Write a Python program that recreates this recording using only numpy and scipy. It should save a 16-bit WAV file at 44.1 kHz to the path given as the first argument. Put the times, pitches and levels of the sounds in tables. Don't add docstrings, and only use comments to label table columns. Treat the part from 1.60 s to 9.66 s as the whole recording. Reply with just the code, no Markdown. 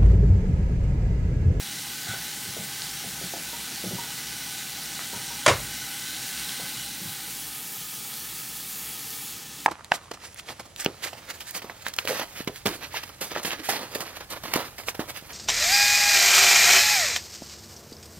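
import sys
import numpy as np
from scipy import signal
from scipy.fft import rfft, irfft, next_fast_len
from scipy.io import wavfile

SR = 44100
rng = np.random.default_rng(int(sys.argv[2]) if len(sys.argv) > 2 else 0)


def file_out(sig):
    cols = np.atleast_2d(sig).T
    lim = np.clip(cols, -1, 1)
    pcm = np.round(lim * 32767).astype(np.int16)
    wavfile.write(sys.argv[1], SR, pcm)


N = 355446
TIME = np.arange(N) / SR


def from_db(db):
    return 10 ** (np.asarray(db) / 20)


def rms_one(x):
    return x / np.sqrt(np.mean(x ** 2) + 1e-20)


def coloured(x, points):
    hz, db = np.transpose(points)
    size = next_fast_len(N)
    bins = np.maximum(np.fft.rfftfreq(size, 1 / SR), 1)
    gain = from_db(np.interp(np.log(bins), np.log(hz), db))
    return rms_one(irfft(rfft(x, size) * gain, size)[:N])


def band_of(x, hz, width_hz):
    b, a = signal.iirpeak(hz, hz / width_hz, fs=SR)
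    return signal.lfilter(b, a, x)


def resonant(x, resonances):
    out = x
    for hz, width_hz, lift_db in resonances:
        out = out + (from_db(lift_db) - 1) * band_of(x, hz, width_hz)
    return rms_one(out)


def add(out, s, sound):
    at = int(s * SR)
    out[at:at + len(sound)] += sound[:N - at]


def dying(t60, rise_s):
    t = TIME[:int((t60 + 2 * rise_s) * SR) + 2]
    return t, (1 - np.exp(-t / rise_s)) * from_db(-60 * t / t60)


def ring(hz, t60, rise_s):
    t, envelope = dying(t60, rise_s)
    return envelope * np.sin(2 * np.pi * hz * t)


def thud(hz, t60, dull):
    t, envelope = dying(t60, rise_s=.5 / hz)
    band = signal.butter(3, [hz * .5, hz * 1.59], "band", fs=SR, output="sos")
    noise = rms_one(signal.sosfilt(band, rng.standard_normal(SR // 2)))
    noise = noise[-len(t):] / np.sqrt(2)
    dull = np.clip(dull, 0, 1)
    return envelope * (np.sqrt(dull) * noise + np.sqrt(1 - dull) * np.sin(2 * np.pi * hz * t))


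def swell(s, length_s):
    return np.exp(-((TIME - s) / length_s) ** 2)


def wander(rate_hz):
    knots = rng.standard_normal(400)
    return rms_one(np.interp(TIME, np.arange(len(knots)) / rate_hz, knots))


MOVE_S, MOVE_LENGTH_S = 5.43, 0.75


def moved(over, beside, s=MOVE_S, length_s=MOVE_LENGTH_S):
    progress = np.clip((TIME - s) / length_s + .5, 0, 1)
    return over + (beside - over) * progress


KITCHEN_T60_S = 0.3


def kitchen(x, wet_db):
    t, envelope = dying(KITCHEN_T60_S, rise_s=0.0037)
    tail = signal.lfilter(*signal.butter(1, 5000, fs=SR), envelope * rng.standard_normal(len(t)))
    return x + from_db(wet_db) * signal.fftconvolve(x, tail / np.linalg.norm(tail))[:N]


RUMBLE_OVER_DB, RUMBLE_BESIDE_DB = -46, -49
HUM_HZ, HUM_DB = 59, -66
# (f/Hz, level/dB)
RUMBLE_COLOUR = [(20, -50), (35, -32), (48, -18), (62, 0), (80, -27), (110, -2), (140, 0.5), (220, -3),
                 (300, -3.5), (400, -12), (600, -15.5), (1200, -22.5)]


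def rumble():
    hum = from_db(HUM_DB) * rms_one(np.sin(2 * np.pi * HUM_HZ * TIME))
    murmur = coloured(rng.standard_normal(N), RUMBLE_COLOUR)
    return hum + from_db(moved(RUMBLE_OVER_DB, RUMBLE_BESIDE_DB)) * murmur


# (t/s, level/dB)
TAPS = [(1.93, -33.5), (2.384, -30), (3.537, -35), (3.705, -36.5)]
# (f/Hz, level/dB, t60/s, dull share/0-1)
TAP_MODES = [(935, 0.5, .085, 0.1), (450, -2, .05, 0.5)]


def taps():
    out = np.zeros(N)
    for s, db in TAPS:
        for hz, mode_db, t60, dull in TAP_MODES:
            add(out, s, from_db(db + mode_db) * thud(hz, t60, dull))
    return kitchen(out, wet_db=-9.5)


# (t/s, f/Hz, level/dB)
TICKS = [(1.2203, 4600, -11), (3.393, 2000, -21), (4.547, 4100, -18), (4.683, 3200, -20),
         (4.777, 4000, -17), (4.893, 3600, -14), (6.54, 5000, -18), (7.505, 5500, -20)]


def ticks():
    out = np.zeros(N)
    for s, hz, db in TICKS:
        add(out, s, from_db(db) * ring(hz, t60=9 / hz, rise_s=.00004))
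    return kitchen(out, wet_db=-5.5)


# (t/s, level/dB, t60/s)
CONTACTS = [(3.8623, -5.5, 0.04), (3.8653, -21, 0.03), (3.8773, -11, 0.21)]
# (f/Hz, level/dB, t60/s)
POT_MODES = [(312, -10, .035), (390, -31, .1), (500, -32, .13), (623, -28, 0.12), (655, -20, .09),
             (970, -25, 0.25), (1000, -17, 0.21), (1058, -16, 0.13), (1157, -36, 0.15), (1320, -22, .17),
             (1400, -30, 0.18), (1980, -23, .14), (2130, -20, 0.2), (2300, -19, .12), (2780, -33, 0.14)]
# (f/Hz, level/dB)
RATTLE_COLOUR = [(100, -17), (250, -14), (450, 2), (650, 4.5), (820, -6), (1050, 5), (1300, -1.5),
                 (1700, -3.5), (2400, -4), (4500, -11.5), (7000, -14), (10000, -19.5), (15000, -43)]
# (f/Hz, level/dB)
SHUDDER_COLOUR = [(20, -25), (40, -9), (58, 2), (80, -10), (100, 1), (128, 6), (170, -10), (300, -17.5),
                  (1000, -43)]
SHUDDER_DB, SHUDDER_T60_S = -26.5, 0.61


def clack():
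    out = np.zeros(N)
    grit = coloured(rng.standard_normal(N), RATTLE_COLOUR)
    for s, db, t60 in CONTACTS:
        t, envelope = dying(t60, rise_s=0.00043)
        add(out, s, from_db(db) * envelope * grit[int(s * SR):][:len(t)])
        for hz, mode_db, mode_t60 in POT_MODES:
            polarity = rng.choice([-1, 1])
            add(out, s, from_db(db + mode_db) * polarity * ring(hz, mode_t60, rise_s=0.66 / hz))
    t, envelope = dying(SHUDDER_T60_S, rise_s=0.0025)
    shudder = coloured(rng.standard_normal(N), SHUDDER_COLOUR)[:len(t)]
    last_contact_s = CONTACTS[-1][0]
    add(out, last_contact_s, from_db(SHUDDER_DB) * envelope * shudder)
    return kitchen(out, wet_db=-20.0)


PLOP_DULL = 0.75
THUMP_DELAY_S, THUMP_HZ, THUMP_T60_S, THUMP_DULL = 0.01895, 124, .15, 0.46
# (t/s, f/Hz, level/dB, t60/s,
# thump level/dB)
PLOPS = [(0.467, 400, -42, 0.065, -32.5), (.534, 564, -33, .08, -47), (.853, 400, -42, .06, -34),
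         (.967, 448, -28.5, 0.054, -31), (1.44, 470, -35.5, 0.075, -31), (1.613, 407, -33.5, 0.096, -35),
         (1.737, 523, -20.5, .022, -39), (2.116, 400, -39, 0.065, -42), (2.238, 333, -22.5, .06, -28),
         (2.308, 380, -28, .11, -29), (3.392, 1200, -25.5, .012, -41), (3.53, 382, -31.5, .07, -38),
         (4.995, 480, -30, 0.052, -39), (5.402, 205, -33, 0.11, -46), (5.451, 164, -33, .09, -37)]


def plops():
    out = np.zeros(N)
    for s, hz, db, t60, thump_db in PLOPS:
        add(out, s, from_db(db) * thud(hz, t60, PLOP_DULL))
        add(out, s + THUMP_DELAY_S, from_db(thump_db) * thud(THUMP_HZ, THUMP_T60_S, THUMP_DULL))
    return kitchen(out, wet_db=-7.0)


SPURT_S, SPURT_LENGTH_S, SPURT_DB = 0.514, 0.048, -35
# (f/Hz, width/Hz, relative level/dB)
SPURT_AIR = [(800, 38, 6), (1440, 120, -3), (1490, 55, 9), (2000, 120, -2), (3460, 180, 1.5)]


def spurt():
    jet = rng.standard_normal(N)
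    voiced = sum(from_db(db) * band_of(jet, hz, width_hz) for hz, width_hz, db in SPURT_AIR)
    return from_db(SPURT_DB) * swell(SPURT_S, SPURT_LENGTH_S) * rms_one(voiced)


def bursts(per_s, spread_db, hiss_db):
    sizes = from_db(spread_db * np.minimum(rng.exponential(1, N), 4)) * rng.choice([-1, 1], N)
    born = rng.random(N) < per_s / SR
    clicks = rms_one(sizes * born)
    for hz in (3000, 6000, 9000, 12000):
        b, a = signal.iirpeak(hz, hz / 1500, fs=SR)
        clicks = signal.lfilter(a[::-1], a, clicks)
    return clicks + from_db(hiss_db) * rng.standard_normal(N)


def patchy(x, patchy_db, rate_hz, count=16):
    edges = np.append(0, np.geomspace(1000, SR / 2, count))
    size = next_fast_len(N)
    spectrum, hz = rfft(x, size), np.fft.rfftfreq(size, 1 / SR)
    out = np.zeros(N)
    for low, high in zip(edges, edges[1:]):
        band = irfft(spectrum * ((hz >= low) & (hz < high)), size)[:N]
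        out += band * from_db(patchy_db * wander(rate_hz))
    return out


def reflected(x, echo_db, lag_s, sway, count=3):
    out = x
    for k in range(1, count + 1):
        late_s = k * lag_s * (1 + sway * wander(rate_hz=1.5))
        out = out + from_db(echo_db) * np.interp(TIME - late_s, TIME, x)
    return out / np.sqrt(1 + count * from_db(echo_db) ** 2)


BODY_OVER_DB, BODY_BESIDE_DB = -38.5, -43
FIZZ_OVER_DB, FIZZ_BESIDE_DB = -40, -36.5
LID_SHARE_OVER, LID_SHARE_BESIDE = 0.97, 0.04
EDGE_S, EDGE_LENGTH_S = 5.69, 0.58
RIM_S, RIM_LENGTH_S, RIM_SHARE, RIM_BODY_DB = 1.76, 1, 0.18, -1.5
LEAN_S, LEAN_LENGTH_S, LEAN_BODY_DB, LEAN_FIZZ_DB = 4.81, 0.45, 1.5, 2.5
HAND_S, HAND_LENGTH_S, HAND_BODY_DB, HAND_FIZZ_DB = 7.92, 0.16, -2.2, -10
# (f/Hz, level/dB)
LID_COLOUR = [(300, -28), (600, -17.5), (1100, -12), (1700, -6), (2600, -4.5), (4000, 0.5), (5200, -3),
              (7500, -4), (10000, -7), (12000, -17.5), (16000, -14.5)]
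SIDE_COLOUR = [(300, -24.5), (600, -18), (1100, -6.5), (2000, -7), (3000, -1), (4300, -0.5), (7000, 0),
               (10000, -7.5), (16000, -7)]
FIZZ_COLOUR = [(4000, -33), (7500, -5), (10000, -.5), (12200, -1.2), (14500, 0), (16000, -0.5)]
# (f/Hz, width/Hz, lift/dB)
LID_AIR = [(805, 50, 18), (1300, 99, 4), (1501, 71, 13), (1670, 34, 4.5), (1998, 164, 7), (2924, 135, 5),
           (3350, 110, -0.5), (3500, 89, -2), (3990, 250, 2), (5700, 530, 3.5), (8970, 470, 4)]
SIDE_AIR = [(453, 30, 21.4), (797, 50, 16.6), (1256, 46, 11.4), (1755, 74, 10.1), (2270, 74, 7.5),
            (2640, 43, 6.1), (3314, 57, 7.3), (4500, 100, 2.8)]


def sizzle():
    rim = swell(RIM_S, RIM_LENGTH_S)
    lean = swell(LEAN_S, LEAN_LENGTH_S)
    hand = swell(HAND_S, HAND_LENGTH_S)
    body_db = moved(BODY_OVER_DB, BODY_BESIDE_DB)
    body_db = body_db + RIM_BODY_DB * rim + LEAN_BODY_DB * lean + HAND_BODY_DB * hand
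    fizz_db = moved(FIZZ_OVER_DB, FIZZ_BESIDE_DB) + LEAN_FIZZ_DB * lean + HAND_FIZZ_DB * hand
    lid_share = moved(LID_SHARE_OVER, LID_SHARE_BESIDE, EDGE_S, EDGE_LENGTH_S)
    over = np.clip(lid_share - RIM_SHARE * rim, 0, 1)

    frying = patchy(bursts(per_s=4500, spread_db=3.0, hiss_db=-0.5), patchy_db=0.88, rate_hz=14)
    under_lid = reflected(frying, echo_db=-18.5, lag_s=.00197, sway=0.036)
    above = from_db(1.34) * resonant(coloured(under_lid, LID_COLOUR), LID_AIR)
    beside = from_db(3.0) * resonant(coloured(frying, SIDE_COLOUR), SIDE_AIR)
    body = np.sqrt(over) * above + np.sqrt(1 - over) * beside

    fine = patchy(bursts(per_s=5000, spread_db=4.3, hiss_db=3.0), patchy_db=1.23, rate_hz=26)
    fizz = coloured(reflected(fine, echo_db=-13.0, lag_s=.0013, sway=.03), FIZZ_COLOUR)
    return from_db(body_db) * body + from_db(fizz_db) * fizz


def scene():
    mono = rumble() + taps() + ticks() + clack() + plops() + spurt() + sizzle()
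    return np.array([mono, mono])


CUTOFF_HZ = 15950


def record(dry):
    thin = signal.sosfilt(signal.butter(4, 38, "high", fs=SR, output="sos"), dry)
    top_cut = signal.firwin(601, CUTOFF_HZ, window="blackman", fs=SR)
    return signal.fftconvolve(np.clip(thin, -.92, .92), top_cut[None], mode="same")


dry = scene()
out = record(dry)
file_out(out)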